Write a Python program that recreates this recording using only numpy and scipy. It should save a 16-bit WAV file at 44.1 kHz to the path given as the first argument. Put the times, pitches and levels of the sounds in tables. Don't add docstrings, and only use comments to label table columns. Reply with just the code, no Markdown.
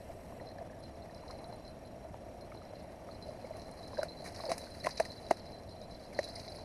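import sys
import numpy as np
from scipy import signal
from scipy.io import wavfile
from scipy.ndimage import uniform_filter1d

SR = 44100
rng = np.random.default_rng(int(sys.argv[2]) if len(sys.argv) > 2 else 0)


def dump_mix(stems):
    frames = np.atleast_2d(stems).T
    limited = np.clip(frames, -1, 1)
    pcm = np.round(limited * 32767).astype(np.int16)
    wavfile.write(sys.argv[1], SR, pcm)


def volts_from_decibels(level):
    exponent = np.asarray(level, float) / 20
    return 10 ** exponent


N = 292824

# (frequency [Hz], level [dB])
FIBRE_COLOUR = [(530, -27.5), (900, -8), (1480, -15.5), (1840, -7.5), (2390, -13), (2800, -16.5),
                (3250, -27), (3620, -26), (4030, -9.5), (4380, -18), (4760, -13.5), (6120, -15),
                (7230, -24.5), (10600, -16), (12800, -35), (14800, -46), (15500, -24.5)]


def evened(x):
    return x / np.sqrt(np.mean(x ** 2) + 1e-20)


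def peaked(x, db):
    return volts_from_decibels(db) * x / (abs(x).max() + 1e-20)


def read(points, hz):
    f, value = np.transpose(points)
    return np.interp(np.log(hz + 1), np.log(f + 1), value)


def curve(rows, column):
    rows = np.array(rows)
    return np.interp(np.arange(N) / SR, rows[:, 0], rows[:, column])


def add(mix, s, sound):
    part = mix[round(s * SR):][:len(sound)]
    part += sound[:len(part)]


def smoothed(x, rows, columns):
    return uniform_filter1d(uniform_filter1d(x, size=rows, axis=0), size=columns, axis=1)


def resonate(x, hz, width):
    return signal.lfilter(*signal.iirpeak(hz, hz / width, SR), x)


def rings(x, modes):
    return sum(volts_from_decibels(db) * resonate(x, hz, width) for hz, width, db in modes)


def coloured(x, spectrum):
    hz = abs(np.fft.fftfreq(4096, 1 / SR))
    log_gain = np.log(volts_from_decibels(np.maximum(read(spectrum, hz), -100)))
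    taps = np.fft.ifft(np.exp(np.conj(signal.hilbert(log_gain)))).real[:2048]
    return signal.oaconvolve(x, taps)[:len(x)]


def grains(per_s, spread_db):
    size = volts_from_decibels(spread_db * np.minimum(rng.exponential(1, N), 5)) * rng.choice([-1, 1], N)
    return evened(size * (rng.random(N) < per_s / SR))


def burst(ms, rise, count):
    u = np.arange(count) / SR * 1000 / np.clip(ms, .3, 40)
    return u ** rise * np.exp(-u * 2)


def night_air(spectrum, level_db, patchy_db, flicker_db):
    frames, hz = N // 256 + 5, np.fft.rfftfreq(1024, 1 / SR)
    a, b, patches = rng.standard_normal((frames, 513, 3)).T
    patches = evened(smoothed(patches, 8, 8))
    flicker = evened(uniform_filter1d(rng.standard_normal(frames), size=6))
    gain_db = read(spectrum, hz)[:, None] + patchy_db * patches + flicker_db * flicker
    z = (a + 1j * b) * volts_from_decibels(gain_db)
    return volts_from_decibels(level_db) * evened(signal.istft(z, nperseg=1024, noverlap=768)[1][:N])


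def traffic_hum():
    # (frequency [Hz], level [dB])
    hum_colour = [(8.8, -29), (15, -17), (27, -17), (64, 3.5), (107, -1), (135, -9.5), (191, -3.5),
                  (281, -7), (421, -10), (454, -10), (655, -1.5), (764, -15.5), (875, -19), (1290, -28),
                  (1500, -71), (1950, -73), (3300, -120)]
    return night_air(hum_colour, level_db=-50, patchy_db=0.32, flicker_db=-0.5)


def air_hiss():
    # (frequency [Hz], level [dB])
    hiss_colour = [(710, -5.5), (1200, -1), (1500, 0.5), (1940, -1.5), (3200, -7.5), (3730, -8.5),
                   (5200, -19), (5600, -11.5), (5970, -18.5), (7320, -15), (8230, -38), (8870, -29),
                   (11500, -29), (12000, -26), (13200, -22), (15500, -55)]
    return night_air(hiss_colour, level_db=-67, patchy_db=2.0, flicker_db=1.0)


def insects():
    # (frequency [Hz], width [Hz], level [dB])
    buzz_bands = [(2650, 360, 7.5), (8170, 430, 6), (9840, 510, 1.5), (11300, 450, 2)]
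    # (time [s], level [dB])
    buzz_level = [
        (0, -72),
        (.395, -71),
        (.41, -78.5),
        (1.5, -78.5),
        (6.64, -78.5),
    ]
    buzz = evened(rings(rng.standard_normal(N), buzz_bands))
    return volts_from_decibels(curve(buzz_level, column=1)) * buzz


def whine():
    # (frequency [Hz], level [dB])
    tones = [(5610.6, -78), (11245, -82.5)]
    frame_hz, first_frame_s = 23.977, .0073
    t = np.arange(N) / SR
    place = ((t - first_frame_s) * frame_hz) % 1
    swell = np.clip((place - .62) / 0.15, 0, 1) * np.clip((1 - place) / 0.037, 0, 1)
    drift = 0.008 * np.cumsum(rng.standard_normal(N))
    both = sum(volts_from_decibels(db + 8.5) * np.sin(2 * np.pi * hz * t + (k + 1) * drift)
               for k, (hz, db) in enumerate(tones))
    return swell * both


def shaking_db():
    # (start [s], hold [s], level [dB])
    jolts = [(0.415, 0.073, -66), (0.576, 0.013, -78), (0.826, 0.03, -56), (0.953, .02, -68),
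             (1.02, 0.018, -67), (1.154, 0.12, -68.5), (1.277, 0.092, -61), (1.373, 0.19, -64),
             (1.516, 0.092, -67), (1.657, 0.033, -58), (1.853, 0.022, -64.5), (2.413, 0.037, -74),
             (2.55, 0.13, -71), (2.752, 0.06, -65), (3.124, 0.022, -61), (3.235, 0.066, -59),
             (3.387, .3, -65), (3.785, 0.1, -55), (3.929, 0.079, -49), (4.085, 0.025, -60),
             (4.185, 0.085, -55), (4.393, 0.13, -50.5), (4.58, 0.25, -57.5), (4.907, 0.17, -52.5),
             (5.06, 0.51, -56.5), (5.695, 0.037, -52), (5.815, 0.0088, -55), (5.894, 0.18, -59.5),
             (6.181, 0.12, -47), (6.362, 0.25, -51.5)]
    still_db, rise_db_per_s, fall_db_per_s = -83, 700, 291
    t = np.arange(N) / SR
    coarse = t[::64]
    start, hold, db = np.transpose(jolts)[:, :, None]
    rise = rise_db_per_s * np.maximum(start - coarse, 0)
    fall = fall_db_per_s * np.maximum(coarse - start - hold, 0)
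    strongest = (db - rise - fall).max(axis=0)
    return np.interp(t, coarse, np.maximum(strongest, still_db))


def scratches(hz, width):
    puffs = signal.oaconvolve(abs(grains(200, 3)), burst(2.2, rise=0.5, count=1500))[:N]
    puffs = puffs * rng.standard_normal(N)
    return evened(resonate(resonate(puffs, hz, width), hz, width))


def brush():
    # (time [s], dry rustle level [dB], low crunch level [dB])
    tread = [(0.0, -63.5, -55.5), (0.41, -68.5, -49.5), (1.1, -68, -54), (1.4, -67.5, -46), (1.8, -68, -55),
             (2.94, -67, -51), (3.5, -65, -49.5), (4.15, -64, -50.5), (4.33, -60, -50.5),
             (4.46, -56.5, -45), (4.75, -61, -56.5), (5.1, -60.5, -52), (5.4, -67.5, -50),
             (5.86, -67.5, -54), (6.45, -59.5, -51), (6.64, -63.5, -48.5)]
    # (frequency [Hz], level [dB])
    crunch_colour = [(88, -60.5), (150, -5), (294, -10.5), (526, -3.5), (690, 3.5), (796, -5), (905, -6.5),
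                     (1100, -16), (1390, -24), (2130, -20), (3300, -42), (4290, -89), (7260, -120)]
    # (frequency [Hz], width [Hz], level [dB])
    stalks = [(4290, 610, 1.5), (4570, 410, -0.5), (5080, 420, -0.5)]
    # (frequency [Hz], level [dB])
    dust_colour = [(5000, -29), (6500, -2), (7500, -14), (9000, 0), (11000, -5), (13000, -11), (15500, -18)]
    clumps = volts_from_decibels(2.0 * evened(uniform_filter1d(rng.standard_normal(N), size=600)))
    rustle = evened(coloured(grains(3000, 2.6) * clumps, FIBRE_COLOUR))
    crunch = evened(coloured(grains(900, 0.78) * clumps, crunch_colour))
    scratch = sum(volts_from_decibels(db) * scratches(hz, width) for hz, width, db in stalks)
    fizz = evened(coloured(grains(3000, 2.5) * clumps, dust_colour))
    rustle_db, crunch_db = curve(tread, column=1), curve(tread, column=2)
    effort_db = 0.5 * shaking_db() + 0.8 * rustle_db
    return (volts_from_decibels(rustle_db - 3.5) * rustle + volts_from_decibels(crunch_db - 6.5) * crunch
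            + volts_from_decibels(1.197 * effort_db + 24) * scratch + volts_from_decibels(1.36 * rustle_db + 12.5) * fizz)


def housing_knocks():
    # (time [s], level [dB], frequency [Hz], length [ms])
    knocks = [(0.41, -40, 557, 5.5), (0.584, -46, 687, 4.9), (0.607, -40, 677, 5), (1.299, -44.5, 730, 5.2),
              (2.141, -44, 750, 2.2), (2.043, -40.5, 650, 5), (0.085, -44, 670, 7.6),
              (2.734, -40, 646, 1.2), (3.088, -45.5, 594, 3), (3.283, -38.5, 594, 6.7),
              (3.444, -35.5, 530, 2.4), (3.504, -38, 610, 4.8), (3.532, -43, 641, 10),
              (3.972, -35.5, 513, 7.5), (3.9847, -26.5, 582, 4.8), (3.996, -40, 672, 5.1),
              (4.014, -40, 670, 5.8), (4.03, -28.5, 596, 1.8), (4.062, -41.5, 650, 1.5),
              (4.401, -39.5, 670, 1), (4.439, -36.5, 654, 4.1), (4.455, -36.5, 586, 7.3),
              (4.486, -31.5, 537, 3.7), (4.5, -31, 668, 4.7), (4.5167, -25.5, 670, 0.35),
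              (4.845, -35, 592, 2.3), (4.858, -33, 664, 0.44), (4.868, -23, 662, 0.78),
              (4.9988, -23, 572, 0.83), (5.0035, -19.5, 639, 0.98), (5.3082, -40, 273, 2.1),
              (5.3098, -14.5, 655, 0.74), (6.19, -22, 574, 0.64)]
    # (frequency [Hz], width [Hz], level [dB])
    side_rings = [(392, 80, -7), (580, 60, -10), (640, 55, 5), (760, 120, -8)]
    out, t = np.zeros(N), np.arange(3000) / SR
    for (s, db, hz, ms), noise in zip(knocks, rng.standard_normal((len(knocks), 3000))):
        push = burst(ms, rise=0.84 + ms / 4, count=3000)
        knock = evened(resonate(push * np.sin(2 * np.pi * hz * t), hz, 114))
        knock = evened(resonate(knock, 370, 910))
        sides = rings((push + 0.08 * np.exp(-t / 0.006)) * noise, side_rings)
        sides = evened(resonate(resonate(sides, 480, 880), 414, 760))
        thump = evened(resonate(push, 252, 150))
        add(out, s, peaked(knock + 0.49 * sides + 0.25 / (1 + ms) * thump, db))
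    return out


def twigs():
    # (time [s], level [dB], frequency [Hz])
    split_twigs = [(0.323, -50, 1060), (0.399, -51, 1920), (0.584, -51, 1740), (1.45, -60, 1360),
                   (1.3, -49, 1050), (1.325, -57, 2050), (2.142, -46.5, 950), (2.517, -52.5, 2200),
                   (2.521, -46.5, 1270), (2.618, -51, 1260), (3.088, -47.5, 1260), (1.095, -54.5, 1820),
                   (3.932, -43.5, 1040), (3.972, -43, 1600), (4.014, -46.5, 1570), (4.03, -34.5, 1480),
                   (4.261, -48, 2240), (4.401, -42, 1120), (4.437, -40, 940), (4.5, -51, 1100),
                   (4.516, -35.5, 1060), (4.67, -52, 1540), (4.8412, -46, 1900), (4.847, -39, 1960),
                   (4.847, -44, 2700), (4.863, -34, 2030), (4.862, -46, 2620), (4.901, -51, 1890),
                   (4.8696, -25.5, 1040), (4.973, -59, 1890), (4.998, -34, 1010), (4.9992, -35.5, 1760),
                   (5.3085, -28.5, 945), (5.309, -35, 1980), (5.3123, -37, 2700), (6.1894, -43, 1150),
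                   (6.189, -30, 1870), (6.478, -53.5, 2180)]
    # (time [s], level [dB], frequency [Hz])
    small_stems = [(0.511, -58, 1850), (0.698, -56, 1700), (0.7312, -56, 1740), (1.221, -60, 1200),
                   (1.305, -50, 1290), (1.4047, -65, 1270), (1.5084, -64, 1580), (2.7334, -62, 2100),
                   (2.8868, -66, 1760), (2.9941, -59, 1170), (3.4501, -55, 2200), (3.5349, -57, 2040),
                   (3.563, -53, 1140), (3.7, -65, 1090), (3.7898, -55, 1140), (5.882, -58, 1090),
                   (6.126, -55, 2260), (6.341, -62, 2080), (6.3649, -51, 2070), (6.5852, -55, 1110)]
    # (time [s], level [dB], frequency [Hz])
    thick_stems = [
        (1.235, -50, 990),
        (1.388, -55, 850),
        (1.466, -58, 910),
        (1.526, -48, 910),
        (2.549, -48, 880),
        (6.163, -53, 910),
    ]
    splits = split_twigs + small_stems + thick_stems
    out, t = np.zeros(N), np.arange(3000) / SR
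    for (s, db, hz), noise in zip(splits, rng.standard_normal((len(splits), 3000))):
        ms = 1.9 - .055 * (db + 48.5)
        split = burst(ms, rise=0.91, count=3000) * (noise + 2.3 * np.sin(2 * np.pi * hz * t))
        wood = evened(resonate(resonate(split, hz, 0.31 * hz), hz, 0.11 * hz))
        bark = resonate(split, 1930, 800) + 0.59 * resonate(split, 1150, 800)
        bark = evened(resonate(bark, 1730, 4100))
        bark_db = 2.5 - 0.19 * (db + 42)
        add(out, s, peaked(wood + volts_from_decibels(bark_db) * bark, db + 1.0))
    return out


def upper_rings(strokes, modes, hz):
    out = np.zeros(N)
    for (s, db), noise in zip(strokes, rng.standard_normal((len(strokes), 4000))):
        rattle = noise * burst(5.0, rise=0.18, count=4000)
        add(out, s, peaked(resonate(rings(rattle, modes), hz, 2500), db - 3.0))
    return out


def bell():
    # (time [s], ring level [dB], ring frequency [Hz], tick level [dB])
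    clapper_strokes = [(0.468, -45, 4100, -58), (0.4875, -44, 4140, -52), (0.835, -47, 4140, -59),
                       (1.0213, -49.5, 4200, -68), (1.1453, -52, 4060, -50), (1.278, -46, 4060, -52),
                       (1.308, -42, 4180, -52), (1.386, -46, 4070, -58), (1.441, -41, 4040, -54),
                       (1.5247, -47, 4100, -56), (1.6765, -42, 4100, -56), (2.409, -50.5, 4150, -54),
                       (2.445, -56, 4130, -65), (2.571, -46, 4070, -69), (2.615, -64, 4050, -64),
                       (2.651, -54, 4140, -54), (2.68, -63, 4120, -62), (3.1107, -43, 4160, -68),
                       (3.223, -40, 4100, -52), (3.271, -59, 4000, -58), (3.32, -60, 4000, -60),
                       (3.401, -59, 4080, -58), (3.468, -60, 4060, -60), (3.5945, -45, 4180, -52),
                       (3.881, -70, 4080, -49), (3.942, -46, 4080, -49), (3.989, -38, 3960, -57),
                       (4.0821, -37.5, 4090, -57), (4.2645, -46, 4030, -54), (4.4038, -38, 4070, -59),
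                       (4.453, -34.5, 4050, -40), (4.614, -41, 4000, -45), (4.9762, -40, 3920, -39),
                       (5.687, -50, 3910, -65), (6.1454, -41, 4200, -45), (6.243, -35, 3950, -58),
                       (6.279, -42.5, 4120, -45),
                       (0.415, -63, 4110, -67), (0.5143, -50, 4100, -62), (0.5831, -53, 4100, -58),
                    (0.8021, -63, 4060, -63), (0.9552, -58, 4030, -61), (1.1085, -54, 4000, -58),
                    (1.178, -61, 4200, -55), (1.5973, -60, 4000, -61), (1.6492, -63, 4020, -58),
                    (2.544, -52, 4170, -61), (2.7626, -61, 4020, -60), (2.8005, -56, 4120, -60),
                    (3.7199, -47, 4150, -58), (3.7713, -49, 4200, -60), (3.8277, -44, 3970, -55),
                    (4.117, -42, 4130, -60), (4.187, -45, 4100, -60), (4.3266, -50, 4130, -53),
                    (4.4997, -42, 3930, -58), (4.7097, -46, 4090, -58), (4.7712, -49, 4160, -54),
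                    (4.803, -41, 4060, -60), (4.8336, -38, 4270, -60), (4.9092, -49, 4000, -58),
                    (4.9584, -42, 4000, -56), (5.0535, -46, 4130, -58), (5.093, -45, 4090, -54),
                    (5.1188, -45, 4220, -58), (5.1726, -44, 4030, -54), (5.2643, -44, 3990, -54),
                    (5.3254, -43, 3960, -52), (5.395, -43, 4170, -48), (5.464, -45, 4000, -56),
                    (5.519, -58, 4040, -54), (5.7663, -49, 4090, -62), (5.815, -46, 3900, -49),
                    (5.9106, -43, 4040, -53), (5.9454, -47, 4120, -50), (6.0626, -57, 3880, -58),
                    (6.356, -55, 4190, -60), (6.3977, -44, 3920, -58), (6.4423, -67, 4040, -58),
                    (6.4774, -42, 3880, -60), (6.556, -58, 3900, -49)]
    # (frequency [Hz], width [Hz], level [dB])
    upper_tones = [(9215, 40, 5), (9470, 48, 2), (10810, 44, 4)]
    # (time [s], level [dB])
    second_strokes = [(0.5132, -65), (0.8046, -63), (0.8355, -60), (1.1468, -59), (1.3823, -56),
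                      (1.4775, -55), (1.5569, -55), (1.6766, -65), (2.4099, -60), (2.825, -57),
                      (3.1114, -58), (3.2266, -57), (3.713, -54), (4.1894, -73), (4.6154, -51),
                      (4.7037, -52), (4.7706, -59), (5.3697, -59), (5.4585, -63), (6.2876, -50),
                      (6.355, -45), (6.4976, -51)]
    # (time [s], level [dB])
    third_strokes = [(0.8006, -56), (0.834, -61), (1.1448, -59), (1.4341, -57), (1.4586, -62),
                     (1.5339, -54), (1.6761, -58), (1.8572, -57), (2.4094, -60), (3.5952, -56),
                     (3.7823, -62), (3.8994, -72), (4.6458, -54), (4.7666, -59), (4.9551, -52),
                     (6.2417, -44), (6.2866, -76), (6.5585, -47)]
    strokes = clapper_strokes
    out = np.zeros(N)
    for (s, ring_db, hz, tick_db), noise in zip(strokes, rng.standard_normal((len(strokes), 4000))):
        tick = noise * burst(2.5, rise=0.67, count=4000)
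        tick = resonate(resonate(resonate(tick, 5230, 700), 4900, 900), 4300, 1600)
        rattle = noise * burst(8.1, rise=0.29, count=4000)
        ring = resonate(rattle, hz, max(ring_db + 76, 22))
        ring = resonate(ring + 0.2 * resonate(rattle, hz + 130, 110), hz, 450)
        add(out, s, peaked(ring, ring_db - 7.5) + peaked(tick, tick_db))
    shake, other = grains(110, 2.4), grains(60, 2.8)
    low = evened(resonate(resonate(shake, 4060, 22) + 0.6 * resonate(other, 4120, 26), 4080, 400))
    taps = evened(resonate(resonate(shake, 5700, 1000), 3400, 1300))
    high = evened(sum(rings(grains(50, 2.6), [mode]) for mode in upper_tones))
    upper = upper_rings(second_strokes, upper_tones[:2], 8000)
    upper = upper + upper_rings(third_strokes, upper_tones[2:], 9600)
    level_db = shaking_db()
    shimmer = volts_from_decibels(0.74 * level_db - 22.5) * low + volts_from_decibels(level_db - 22) * taps + volts_from_decibels(0.56 * level_db - 44) * high
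    return out + upper + shimmer


def cracks():
    # (time [s], level [dB], length [ms], brightness [dB per octave])
    bright_cracks = [(1.309, -43, 2.9, -4), (3.568, -46, 2.5, 5), (3.712, -48, 4, 7),
                     (3.979, -41, 1.1, -15), (4.031, -31.5, 2.1, 1.5), (4.242, -39.5, 26.6, 1),
                     (4.344, -42, 11, -3.5), (4.361, -39.5, 4, -30), (4.375, -48, 3.6, 10),
                     (4.493, -36.5, 8.9, -4), (4.503, -40, 10, 3), (4.517, -25, 0.94, -3),
                     (4.5795, -30.5, 2.5, 5.5), (4.838, -37, 13, 1), (4.857, -33, 7.3, 0),
                     (4.8673, -30.5, 1.9, -4.5), (4.893, -33.5, 0.96, 0.5), (4.905, -38.5, 10.4, -28),
                     (4.971, -36.5, 12, -11), (4.999, -26, 3.8, 1.5), (5.05, -37, 7, -3.5),
                     (5.118, -40.5, 2.9, -29), (5.302, -44, 5, -20), (5.3085, -28, 4.4, 0.5),
                     (6.128, -47, 10, 1.5), (6.189, -35.5, 5.3, -5), (6.23, -39, 2.9, -9),
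                     (6.304, -50, 2.7, -13), (6.353, -37, 9.3, -36), (6.395, -41, 6.9, -14),
                     (6.479, -42, 5.2, -30)]
    # (time [s], level [dB], length [ms], brightness [dB per octave])
    splinters = [(3.2819, -49, 1.5, 4), (3.618, -44, 1.2, -12), (3.682, -49, 1.5, 1), (3.7814, -54, 1.5, 5),
                 (3.877, -46, 1.5, 7), (4.2594, -49, 1.4, 4), (4.2914, -52, 1.5, 8), (4.3226, -50, 1.5, -2),
                 (4.464, -52, 1.5, 0.5), (4.645, -48, 1.5, -7), (4.7015, -50, 1.1, -2),
                 (4.7665, -51, 1.5, 0.5), (4.843, -42, 2.3, -5), (4.8883, -37, 1.5, -1),
                 (5.1624, -60, 1.5, 2), (5.2084, -55, 1.5, 3), (5.2254, -50, 1.5, 2), (5.285, -46, 3, -6),
                 (5.3706, -44, 1.4, 0.5), (5.3894, -50, 1.5, 5), (5.457, -50, 1.5, -7),
                 (5.5154, -56, 1.5, 2), (5.5448, -62, 1.7, -3), (5.6344, -52, 1.5, -10),
                 (5.8147, -51, 1.5, -1), (5.9449, -61, 1.4, 3), (6.0087, -58, 1.5, -8),
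                 (6.036, -52, 1.5, 2), (6.2404, -40, 1.3, -12), (6.2863, -44, 1.7, 3),
                 (6.3365, -56, 1.5, 3), (6.462, -55, 1.3, 6), (6.553, -48, 1.2, -15)]
    breaks = bright_cracks + splinters
    out, t = np.zeros(N), np.arange(4000) / SR
    for (s, db, ms, tilt_db), noise in zip(breaks, rng.standard_normal((len(breaks), 4000))):
        spit = noise * burst(ms, rise=0.65 + ms / 30, count=4000)
        patter = 0.075 * noise[::-1] * np.exp(-t / 0.016)
        colour = [(hz, level + (tilt_db if hz > 4500 else -abs(tilt_db)) * abs(np.log2(hz / 4500)))
                  for hz, level in FIBRE_COLOUR]
        add(out, s, peaked(coloured(spit + patter, colour), db))
    return out


def scene():
    # (frequency [Hz], level [dB])
    port = [(2300, 2.5), (2900, -3), (3300, -1.5), (3700, -3), (3950, 1.5), (11000, -2.5), (13000, -3),
            (15000, -6)]
    air = traffic_hum() + air_hiss()
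    near = coloured(brush() + housing_knocks() + twigs() + bell() + cracks(), port)
    return (air + insects() + whine() + near)[None]


def thinned(x, chance_db, lift_db, edge_hz):
    # (frequency [Hz], share lost [0-1])
    lost = [(12300, 0), (13000, .12), (13600, .25), (13900, .55), (15200, .62)]
    hz, _, z = signal.stft(x, SR, nperseg=1024, noverlap=768)
    level_db = 10 * np.log10(smoothed(abs(z) ** 2, 12, 6) + 1e-20)
    chance = evened(smoothed(rng.standard_normal(z.shape), 24, 8))
    order = np.argsort(level_db + chance_db * chance, axis=1)
    rank = np.argsort(order, axis=1) / z.shape[1]
    share = read(lost, hz)[:, None]
    z = z * (rank >= share) * volts_from_decibels(lift_db * share) * (hz[:, None] < edge_hz)
    return signal.istft(z, SR, nperseg=1024, noverlap=768)[1][:N]


def band_limit(x):
    return signal.sosfilt(signal.butter(12, 15630, fs=SR, output="sos"), x)


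def record(dry):
    mix = thinned(dry[0], chance_db=6, lift_db=10.0, edge_hz=15130)[None]
    return band_limit(mix)


dry = scene()
out = record(dry)
dump_mix(out)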